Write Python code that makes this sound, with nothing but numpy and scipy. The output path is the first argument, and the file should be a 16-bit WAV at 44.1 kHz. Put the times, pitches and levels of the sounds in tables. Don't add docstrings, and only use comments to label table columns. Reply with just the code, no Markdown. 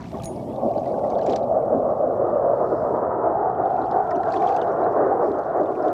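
import sys
import numpy as np
from scipy import signal
from scipy.fft import rfft, irfft, next_fast_len
from scipy.io import wavfile
from scipy.ndimage import uniform_filter1d, map_coordinates

SR = 44100
rng = np.random.default_rng(int(sys.argv[2]) if len(sys.argv) > 2 else 0)


def wav_record(signal):
    frames = np.transpose(np.atleast_2d(signal))
    bounded = np.clip(frames, -1, 1)
    quanta = np.round(bounded * 32767).astype(np.int16)
    wavfile.write(sys.argv[1], SR, quanta)


N = 261492
T = np.arange(N) / SR


def undb(db):
    return 10 ** (np.asarray(db) / 20)


def unit(x):
    return x / np.sqrt(np.mean(x ** 2))


def curves(table):
    s, *columns = np.transpose(table)
    return [np.interp(T, s, c) for c in columns]


def noise():
    return rng.standard_normal(N)


def walk(rate):
    hold = int(SR / rate)
    levels = np.repeat(rng.standard_normal(N // hold + 1), hold)
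    smooth = uniform_filter1d(uniform_filter1d(levels, hold), hold)[:N]
    smooth = smooth - uniform_filter1d(smooth, 5 * hold)
    return smooth / smooth.std()


def spectrum_gain(spectrum):
    hz, db = np.transpose(spectrum)
    size = next_fast_len(N)
    logf = np.log(np.maximum(np.arange(size // 2 + 1), 1) * SR / size)
    return size, logf, undb(np.interp(logf, np.log(hz), db, left=-120, right=-120))


def coloured(x, spectrum):
    size, _, gain = spectrum_gain(spectrum)
    return irfft(rfft(x, size) * unit(gain), size)[:N]


def bands(x, spectrum, count):
    size, logf, gain = spectrum_gain(spectrum)
    full = rfft(x, size) * gain
    centres = np.linspace(np.log(spectrum[0][0]), np.log(spectrum[-1][0]), count)
    step = centres[1] - centres[0]
    pairs = []
    for centre in centres:
        window = np.cos(np.clip((logf - centre) / step, -1, 1) * np.pi / 2) ** 2
        pairs.append((np.exp(centre), irfft(full * window, size)[:N]))
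    return pairs


def wavering_noise(spectrum, count, waver_db, rate):
    return unit(sum(x * undb(waver_db * walk(rate)) for _, x in bands(noise(), spectrum, count)))


def ring(s, db, hz, t60, glide, rise_s):
    out = np.zeros(N)
    for start, gain, f, decay, up in zip(*np.broadcast_arrays(s, undb(db), hz, t60, glide)):
        i = int(start * SR)
        t = np.arange(min(int(decay * SR) + 1, N - i)) / SR
        shape = np.exp(-np.log(1000) * t / decay) * (1 - np.exp(-t / rise_s))
        out[i:i + len(t)] += gain * np.sin(2 * np.pi * (f + up * t / 2) * t) * shape
    return out


def tails(s, db, tau_s):
    hits = np.zeros(N)
    hits[(s * SR).astype(int)] = undb(db)
    return signal.lfilter([1], [1, -np.exp(-1 / (tau_s * SR))], hits)


# frequency in Hz, relative level in dB per Hz.
AIRY_COLOUR = [(3000, -20.5), (4200, -1.5), (5300, -0.5), (6200, -7), (7400, -6), (9500, -15.5),
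               (13000, -23)]
# time in seconds, level in dB.
AIRY_LEVEL = [(2.42, -93.5), (2.55, -74), (2.72, -70), (2.97, -74), (3.04, -93.5), (5.18, -96), (5.23, -68),
              (5.3, -72), (5.38, -94)]


def airy():
    return undb(curves(AIRY_LEVEL)[0]) * wavering_noise(AIRY_COLOUR, count=6, waver_db=1.5, rate=12)


# start in seconds, length in seconds, level in dB before wavering,
# start pitch in Hz, end pitch in Hz.
WHISTLE_GLIDES = [(0.369, .07, -72, 3250, 3500), (.373, .045, -59, 2210, 2250),
                  (.44, .082, -64, 1760, 2000), (0.444, 0.15, -68, 3000, 3620), (.63, .08, -81, 3100, 3670)]
WHISTLE_EDGE_S, WHISTLE_BEND = .01, 1.3


def whistles():
    out = 0
    for s, length, db, start_hz, end_hz in WHISTLE_GLIDES:
        part = np.clip((T - s) / length, 0, 1)
        hz = end_hz - (end_hz - start_hz) * (1 - part) ** WHISTLE_BEND
        shape = np.clip(np.minimum(T - s, s + length - T) / WHISTLE_EDGE_S, 0, 1)
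        out = out + undb(db) * shape * np.sin(2 * np.pi * np.cumsum(hz) / SR)
    return out * undb(2.7 * walk(59.3))


# start in seconds, strength in dB.
TACKLE_TOUCHES = [(0.2222, -42), (0.2351, -39), (0.2443, -36), (0.2569, -31)]
# pitch in Hz, relative level in dB, time to fall 60 dB in seconds.
TACKLE_MODES = [(6692, -6.5, 0.13), (9652, -7.5, 0.27), (15260, -36, .1)]


def tackle():
    s, db = np.transpose(TACKLE_TOUCHES)
    modes = sum(ring(s[1:], db[1:] + mode_db, hz, t60, 0, rise_s=0.00025) for hz, mode_db, t60 in TACKLE_MODES)
    tick_colour = [(2500, -20.5), (4000, -3.0), (6000, 0.5), (9000, -2.5), (15500, -12.0)]  # (Hz, dB)
    return modes + coloured(tails(s, db, 0.001) * noise(), tick_colour)


# frequency in Hz, relative level in dB per Hz.
HISS_COLOUR = [(1650, -32.5), (2800, -4.5), (3640, -20), (5310, -8.5), (6430, -13), (8010, -10),
               (14500, -14), (15300, -20.5)]
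# time in seconds, level in dB.
HISS_LEVEL = [(0, -76), (.12, -66), (.25, -64.5), (.6, -67), (1.3, -72.5), (2.4, -75.5), (2.98, -75.5),
              (3.05, -79.5), (3.5, -79.5), (3.75, -76.5), (4.2, -73.5), (4.95, -73.5), (5.06, -81),
              (5.18, -74.5), (5.3, -74), (5.93, -73)]
# frequency in Hz, relative level in dB per Hz.
CRACKLE_COLOUR = [(1100, -32.5), (1500, 1.5), (2200, -2.5), (2890, -6), (3480, -4.5), (4840, -7.5),
                  (5890, -9), (8250, -17.5), (12000, -37.5), (15600, -59)]
# time in seconds, level in dB before the grains are mixed.
FIZZ_LEVEL = [(0, -57.5), (.57, -65.5), (.88, -62.5), (1.0, -66), (1.24, -63.5), (1.3, -50.5), (1.39, -69),
              (1.45, -70.5), (2.0, -74), (2.3, -72), (2.42, -73), (3.0, -73), (3.11, -79), (3.6, -74.5),
              (3.78, -66.5), (4.0, -68.5), (4.26, -67), (4.34, -53.5), (4.39, -58), (4.43, -59.5),
              (4.46, -59), (4.5, -54), (4.55, -60), (4.65, -67), (5.0, -69.5), (5.2, -72), (5.27, -67.5),
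              (5.6, -72), (5.9, -63)]
# start in seconds, strength in dB before smoothing.
HULL_SNAPS = [(.008, -42.5), (.148, -59), (.171, -45), (.343, -61.5), (0.36, -53), (.53, -54.5),
              (0.542, -52), (0.5602, -51.5), (.712, -51), (0.7772, -51), (0.834, -56), (0.86, -43),
              (.942, -59), (.993, -54.5), (1.036, -52), (1.049, -50.5), (1.191, -43.5), (1.266, -42.5),
              (1.333, -40), (1.362, -42), (1.214, -48), (1.4273, -52), (2.299, -54.5), (2.362, -64),
              (3.7, -56.5), (3.766, -51.5), (3.884, -59.5), (3.925, -50.5), (3.967, -48.5), (4.0348, -63),
              (4.0748, -52.5), (4.107, -43.5), (4.114, -43.5), (4.233, -49.5), (4.341, -44), (4.422, -49),
              (4.472, -42.5), (4.587, -54), (4.6768, -64), (5.001, -64), (5.228, -61), (5.398, -59),
              (5.424, -57), (5.635, -49.5), (5.7509, -56), (5.763, -54.5), (5.8544, -56), (5.8827, -42),
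              (5.903, -51.5)]
SNAP_S = 0.0013


def snap_noise(s, db):
    return coloured(uniform_filter1d(tails(s, db, SNAP_S), size=50) * noise(), CRACKLE_COLOUR)


def water():
    hiss = wavering_noise(HISS_COLOUR, count=6, waver_db=1.2, rate=5.0)
    fizz = wavering_noise(CRACKLE_COLOUR, count=9, waver_db=2.6, rate=40)
    when, pitch, size = rng.random((1400, 3)).T
    hz = 2100 * 3.6 ** pitch
    size_db = np.minimum(-4.1 * np.log(size), 13)
    pop_db = size_db - 2.2 * np.log2(hz / 3000)
    pops = ring(when * N / SR, pop_db, hz, 25 / hz, 0, rise_s=0.0012)
    when, size = rng.random((350, 2)).T
    small_snaps = snap_noise(when * N / SR, np.minimum(-4.5 * np.log(size), 9))
    grains = undb(-0.5) * fizz + undb(-4.5) * unit(pops) + undb(-6.5) * unit(small_snaps)
    loud_snaps = snap_noise(*np.transpose(HULL_SNAPS))
    return undb(curves(HISS_LEVEL)[0]) * hiss + undb(curves(FIZZ_LEVEL)[0]) * grains + loud_snaps


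# start in seconds, strength in dB before the soft onset, starting pitch in Hz.
DRIP_BUBBLES = [(0.019, -34, 4310), (0.0548, -42, 2580), (0.199, -32.5, 3160), (.36, -34, 5340),
                (0.5612, -36.5, 3700), (.714, -40.5, 4850), (0.778, -30.5, 4480), (.797, -39, 6500),
                (0.856, -38, 4700), (0.8646, -46.5, 2230), (.876, -39, 5500), (.902, -50, 3900),
                (.92, -39.5, 4600), (.99, -48, 4970), (1.102, -39, 3800), (1.1022, -29, 6160),
                (1.116, -40.5, 2200), (1.116, -42, 4700), (1.139, -44, 5900), (1.151, -34.5, 3530),
                (1.255, -41, 5000), (1.285, -38, 6030), (1.314, -40, 2700), (1.385, -45, 5200),
                (1.391, -43, 3900), (1.444, -46, 4900), (.236, -25, 3800), (.237, -35, 2400),
                (1.1838, -31, 4400), (1.2143, -32.5, 3960), (1.225, -35.5, 2930), (1.232, -32.5, 5800),
                (1.24, -43.5, 4200), (1.262, -25, 6900), (1.264, -37, 3450), (1.265, -25, 5470),
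                (1.27, -36, 2200), (1.2937, -33, 2360), (1.2963, -27, 5340), (1.3, -29.5, 3920),
                (1.306, -30.5, 6550), (1.324, -22.5, 3930), (1.332, -21.5, 3380), (1.3338, -32, 2170),
                (1.358, -23, 3730), (1.3605, -27.5, 7250), (1.3606, -16, 5760), (1.429, -37, 3790),
                (1.7522, -45.5, 5860), (3.5, -49.5, 4500), (3.549, -48, 3120), (3.656, -41, 3460),
                (3.7242, -47.5, 2560), (3.766, -44, 2480), (3.8171, -35.5, 3850), (3.842, -38, 3900),
                (3.856, -40, 4310), (3.87, -44, 3100), (3.891, -47, 5400), (3.911, -37.5, 3450),
                (3.9121, -30, 4940), (4.108, -31.5, 5220), (4.111, -36, 2170), (4.153, -38, 2930),
                (4.159, -31.5, 5800), (4.167, -40.5, 4150), (4.233, -34, 4060), (4.2527, -53, 2830),
                (4.2312, -42.5, 2140), (4.2878, -41, 3300), (4.302, -34.5, 6070), (4.3213, -25.5, 4180),
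                (4.335, -28, 4300), (4.3398, -28, 2420), (4.361, -36.5, 2580), (4.362, -30.5, 3480),
                (4.3675, -26.5, 3250), (4.4209, -30.5, 2230), (4.4751, -25, 3200), (4.484, -34, 4300),
                (4.4901, -29.5, 6300), (4.4893, -29.5, 2580), (4.508, -43.5, 4500), (4.5225, -34.5, 2490),
                (4.543, -35, 4650), (4.566, -32, 7650), (4.5636, -25.5, 6100), (4.565, -30, 2580),
                (4.615, -23, 3500), (4.62, -38, 2780), (4.628, -36.5, 2850), (4.254, -42, 4700),
                (4.289, -37, 4900), (4.313, -41, 4500), (4.335, -35, 5200), (4.345, -46, 5600),
                (4.385, -46, 5000), (4.397, -45, 6000), (4.423, -38.5, 5100), (4.44, -38, 2500),
                (4.465, -35.5, 6000), (4.649, -49, 5070), (4.688, -47, 4960), (4.678, -39, 3450),
                (4.72, -40, 5500), (4.8394, -38, 3930), (5.127, -50, 8000), (5.248, -44.5, 4400),
                (5.317, -37.5, 3880), (5.386, -37, 6240), (5.434, -43, 4200), (5.498, -46.5, 4060),
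                (5.573, -40, 6340), (5.608, -42, 6240), (5.658, -38.5, 3480), (5.6806, -48, 2720),
                (5.7516, -38, 2330), (5.825, -34.5, 5140), (5.884, -37.5, 3320)]
# start in seconds, strength in dB before the soft onset, starting pitch in Hz,
# time to fall 60 dB in seconds, rise in pitch in Hz per second.
LARGE_BUBBLES = [(.15, -44, 1870, 0.042, 500), (0.142, -31, 1080, 0.06, 500), (.2, -33, 1195, 0.039, 500),
                 (.71, -55, 1560, .04, 500), (0.779, -46, 1510, 0.053, 500), (.9, -54, 2200, .05, 500),
                 (0.941, -38, 1500, .04, 497), (.993, -40, 1410, 0.032, 500), (1.036, -41, 1330, .05, 504),
                 (.86, -44, 1980, .04, 496), (1.04, -44, 1920, .05, 500), (1.191, -35, 1640, 0.031, 500),
                 (4.114, -29, 1790, 0.03, 9000), (4.233, -32, 1780, 0.025, 500),
                 (4.34, -32, 1800, 0.036, 500), (4.425, -35, 1820, 0.033, 500),
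                 (4.586, -51, 3020, 0.074, 500)]
DRIP_CYCLES = 27
DRIP_RISE_PER_S = 13
SPLASH_DB, SPLASH_TAIL_DB = -30, -31.5
SPLASH_S, SPLASH_TAIL_S = .0018, .012
SECOND_DB, SECOND_LAG_S, SECOND_OCTAVES = -9, 0.0067, 0.45


def drips():
    s, db, hz = np.transpose(DRIP_BUBBLES)
    burst = tails(s, db + SPLASH_DB, SPLASH_S) + tails(s, db + SPLASH_TAIL_DB, SPLASH_TAIL_S)
    splash = coloured(uniform_filter1d(burst, size=90) * noise(), CRACKLE_COLOUR)
    lag, off = rng.random((len(s), 2)).T
    second_hz = hz * 2 ** (SECOND_OCTAVES * (2 * off - 1))
    second_s = s + SECOND_LAG_S * lag
    second = ring(second_s, db + SECOND_DB, second_hz, DRIP_CYCLES / second_hz, 0, rise_s=0.00043)
    main = ring(s, db, hz, DRIP_CYCLES / hz, DRIP_RISE_PER_S * hz, rise_s=0.0013)
    large = ring(*np.transpose(LARGE_BUBBLES), rise_s=0.00084)
    return main + splash + second + large


# frequency in Hz, relative level in dB per Hz.
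RUMBLE_COLOUR = [(8.8, -59), (15, -32.5), (35, -20), (60, -8.5), (113, -0.5), (167, -2.5), (260, -2.5),
                 (340, -22.5), (570, -120)]
# time in seconds, level in dB.
RUMBLE_LEVEL = [(0, -34.5), (.9, -37.5), (1.6, -38.5), (2.2, -38.5), (2.9, -38.5), (3.4, -39), (4, -39.5),
                (4.7, -41.5), (5.93, -45)]


def rumble():
    return undb(curves(RUMBLE_LEVEL)[0]) * wavering_noise(RUMBLE_COLOUR, count=5, waver_db=0.3, rate=4)


# start in seconds, strength in dB before the soft onset.
LOW_TONES = [(0.704, -3), (.862, -8.5), (0.923, -23), (1.168, -4.5), (1.267, -12), (1.511, -4.5),
             (1.725, -1), (1.988, -16), (2.083, -8), (2.357, 2.5), (2.721, -4.5), (3.417, -25),
             (3.545, -31), (4.005, -0.5), (4.201, 0.5), (4.539, -1), (5.61, 1), (5.861, -30)]
LOW_TONE_T60_S = 0.042


def low_tones():
    s, db = np.transpose(LOW_TONES)
    centre_hz = np.interp(s, T, curves(JET_PASS)[2])
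    return ring(s, db, centre_hz, LOW_TONE_T60_S, 0, rise_s=0.0077)


# time in seconds, level in dB before its parts are lifted,
# level of the lower part against that in dB before its swells, centre of the strongest band in Hz, its lift in dB.
JET_PASS = [(0, -49, 14.5, 785, 9), (.2, -38, 5.5, 750, 10.5), (.55, -31.5, 5.5, 757, 7),
            (.67, -26.5, 4, 690, 9), (.78, -30.5, 2, 680, 10), (.97, -23.5, -2, 690, 3.5),
            (1.1, -21.5, -4, 650, 2.5), (1.3, -22.5, -2, 676, 4), (1.55, -24, -4.5, 645, 7),
            (1.75, -21, -1.5, 615, 3), (2.0, -25, -3.5, 600, 8), (2.3, -22, -0.5, 587, 4),
            (2.55, -22, -1.5, 574, 4), (2.7, -24.5, 0.5, 570, 4), (2.9, -24, -2.5, 640, 4),
            (3.05, -25, -0.5, 653, 7), (3.2, -25.5, 5.5, 700, 2.5), (3.37, -26, 1, 735, 10),
            (3.75, -29, 3, 740, 13.5), (4.1, -25.5, -7.5, 760, 6), (4.35, -26.5, 0.5, 750, 10),
            (4.58, -24, -3, 740, 9), (4.72, -24.5, 3.5, 650, 5.5), (4.95, -21.5, 2.5, 635, 5),
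            (5.2, -22.5, 2.5, 621, 1), (5.33, -26.5, 6, 666, 3), (5.45, -25, -2.5, 630, 3),
            (5.63, -25, 2, 620, 9), (5.75, -30, 9, 657, 7), (5.93, -24.5, 1, 660, 5.5)]
# frequency in Hz, relative level in dB per Hz.
ROAR_COLOUR = [(71, -41.5), (120, -20.5), (223, -17), (298, -8), (327, -5), (393, -2), (454, 0.5), (532, 2),
               (740, -1.5), (830, -5), (930, -8.5), (1110, -11.5), (1300, -15.5), (1430, -20),
               (1690, -30.5), (1810, -31.5), (2270, -50), (2800, -65.5), (3640, -84)]
# middle in seconds, lift in dB.
LOWER_SWELLS = [(.67, 5), (.95, 2.5), (1.3, 5.5), (1.77, 8), (2.499, -0.5), (2.72, 5), (2.93, 10),
                (3.03, 8.5), (3.17, 1.5), (3.3, 0.5), (3.6, 5), (3.83, 8), (3.969, 9), (4.172, 16.5),
                (4.38, 11.5), (5.05, 5), (5.29, 8.5), (5.62, 10), (5.9, 5.5)]
# time in seconds, centre in Hz, lift in dB.
SINKING_BAND = [(.15, 1050, 5), (.6, 1050, 9), (1.1, 1050, -3), (1.6, 950, -7.5), (2.5, 900, -3),
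                (2.75, 900, 2.5), (2.9, 953, 7), (3.05, 970, 8.5), (3.2, 920, 13), (3.32, 888, 10),
                (3.45, 875, 5.5), (3.6, 870, 2), (3.9, 870, 6), (4.6, 870, 3), (5.2, 810, 3.5),
                (5.93, 800, 2)]
# time in seconds, centre in Hz, lift in dB.
CLIMBING_BAND = [(1, 1095, 2), (2, 1170, 5.5), (2.8, 1227, 4), (3.5, 1276, 5), (3.9, 1406, 4.5),
                 (4.3, 1515, 9.5), (5, 1446, -1.5), (5.93, 1430, 3.5)]
# time in seconds, comb spacing in Hz before ripples shift it, share reflected (0-1).
WATER_REFLECTION = [(0, 313, 0.62), (1.2, 275.4, 0.19), (1.8, 286.5, 0), (2.7, 312, 0.23), (3.1, 323, 0),
                    (3.35, 370, 0.37), (3.7, 363, 0.19), (4.1, 360, 0.74), (4.58, 360, 0.62),
                    (4.7, 377, 0.21), (5.3, 377, 0.25), (5.93, 345, 0.35)]
LOWER_HZ, LOWER_EDGE_HZ = 380, 520
MIDDLE_HZ, UPPER_HZ = 750, 1300
LOW_SWELL_S = 0.031
TREBLE_START_DB, TREBLE_FAR_DB, TREBLE_NEAR_DB = 16.5, -12.5, 3
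TREBLE_SETTLE_S, NEARING_S, OVERHEAD_S = 0.14, 0.86, 3.32
LOW_EARLY_HZ, LOW_LATE_HZ, LOW_EARLY_DB, LOW_LATE_DB = 219, 445, 13.5, 0.5
LOW_CLIMB_S = (2, 2.3)
SCATTER_HZ = 1230


def hump(hz, centre_hz, octaves):
    return np.exp(-(np.log2(hz / centre_hz) / octaves) ** 2)


def reflected(roar, spacing_hz):
    lag = SR / spacing_hz * (1 + 0.029 * walk(7.4))
    echo = map_coordinates(roar, [np.arange(N) - lag], order=3)
    return signal.filtfilt(*signal.butter(2, SCATTER_HZ, fs=SR), echo)


def jet(flutter_db=1.5, patchy_db=1.21, branch_octaves=0.11, lift_octaves=0.23, low_octaves=0.32):
    db, lower_db, centre_hz, lift_db = curves(JET_PASS)
    ridges = [curves(SINKING_BAND), curves(CLIMBING_BAND)]
    spacing_hz, share = curves(WATER_REFLECTION)
    lower_db = lower_db + sum(swell_db * np.exp(-((T - s) / LOW_SWELL_S) ** 2) for s, swell_db in LOWER_SWELLS)
    upper_db = np.interp(T, [NEARING_S, OVERHEAD_S], [TREBLE_FAR_DB, TREBLE_NEAR_DB])
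    upper_db = upper_db + (TREBLE_START_DB - TREBLE_FAR_DB) * np.exp(-T / TREBLE_SETTLE_S)
    low_hz = np.interp(T, LOW_CLIMB_S, [LOW_EARLY_HZ, LOW_LATE_HZ])
    low_lift_db = np.interp(T, LOW_CLIMB_S, [LOW_EARLY_DB, LOW_LATE_DB])
    parts = bands(noise(), ROAR_COLOUR, count=34)
    scale = np.sqrt(np.mean(sum(x for _, x in parts) ** 2))
    flutter, roar = walk(25.13), 0
    for hz, x in parts:
        below = np.clip(np.log(LOWER_EDGE_HZ / hz) / np.log(LOWER_EDGE_HZ / LOWER_HZ), 0, 1)
        above = np.clip(np.log(hz / MIDDLE_HZ) / np.log(UPPER_HZ / MIDDLE_HZ), 0, 1.4)
        lift = lift_db * hump(hz, centre_hz, lift_octaves) + low_lift_db * hump(hz, low_hz, low_octaves)
        lift = lift + sum(ridge_db * hump(hz, ridge_hz, branch_octaves) for ridge_hz, ridge_db in ridges)
        shaking = flutter_db * flutter + patchy_db * walk(9)
        roar = roar + x * undb(below * lower_db + above * upper_db + lift + shaking)
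    share = np.clip(share, 0, 1)
    combed = (roar + share * reflected(roar, spacing_hz)) / np.sqrt(1 + share ** 2)
    return undb(db) * combed / scale


def scene():
    return (jet() + low_tones() + rumble() + water() + drips() + whistles() + tackle() + airy())[None]


TOP_HZ = 15400


def record(dry):
    return signal.sosfilt(signal.ellip(10, .2, 80, TOP_HZ, fs=SR, output="sos"), dry)


dry = scene()
out = record(dry)
wav_record(out)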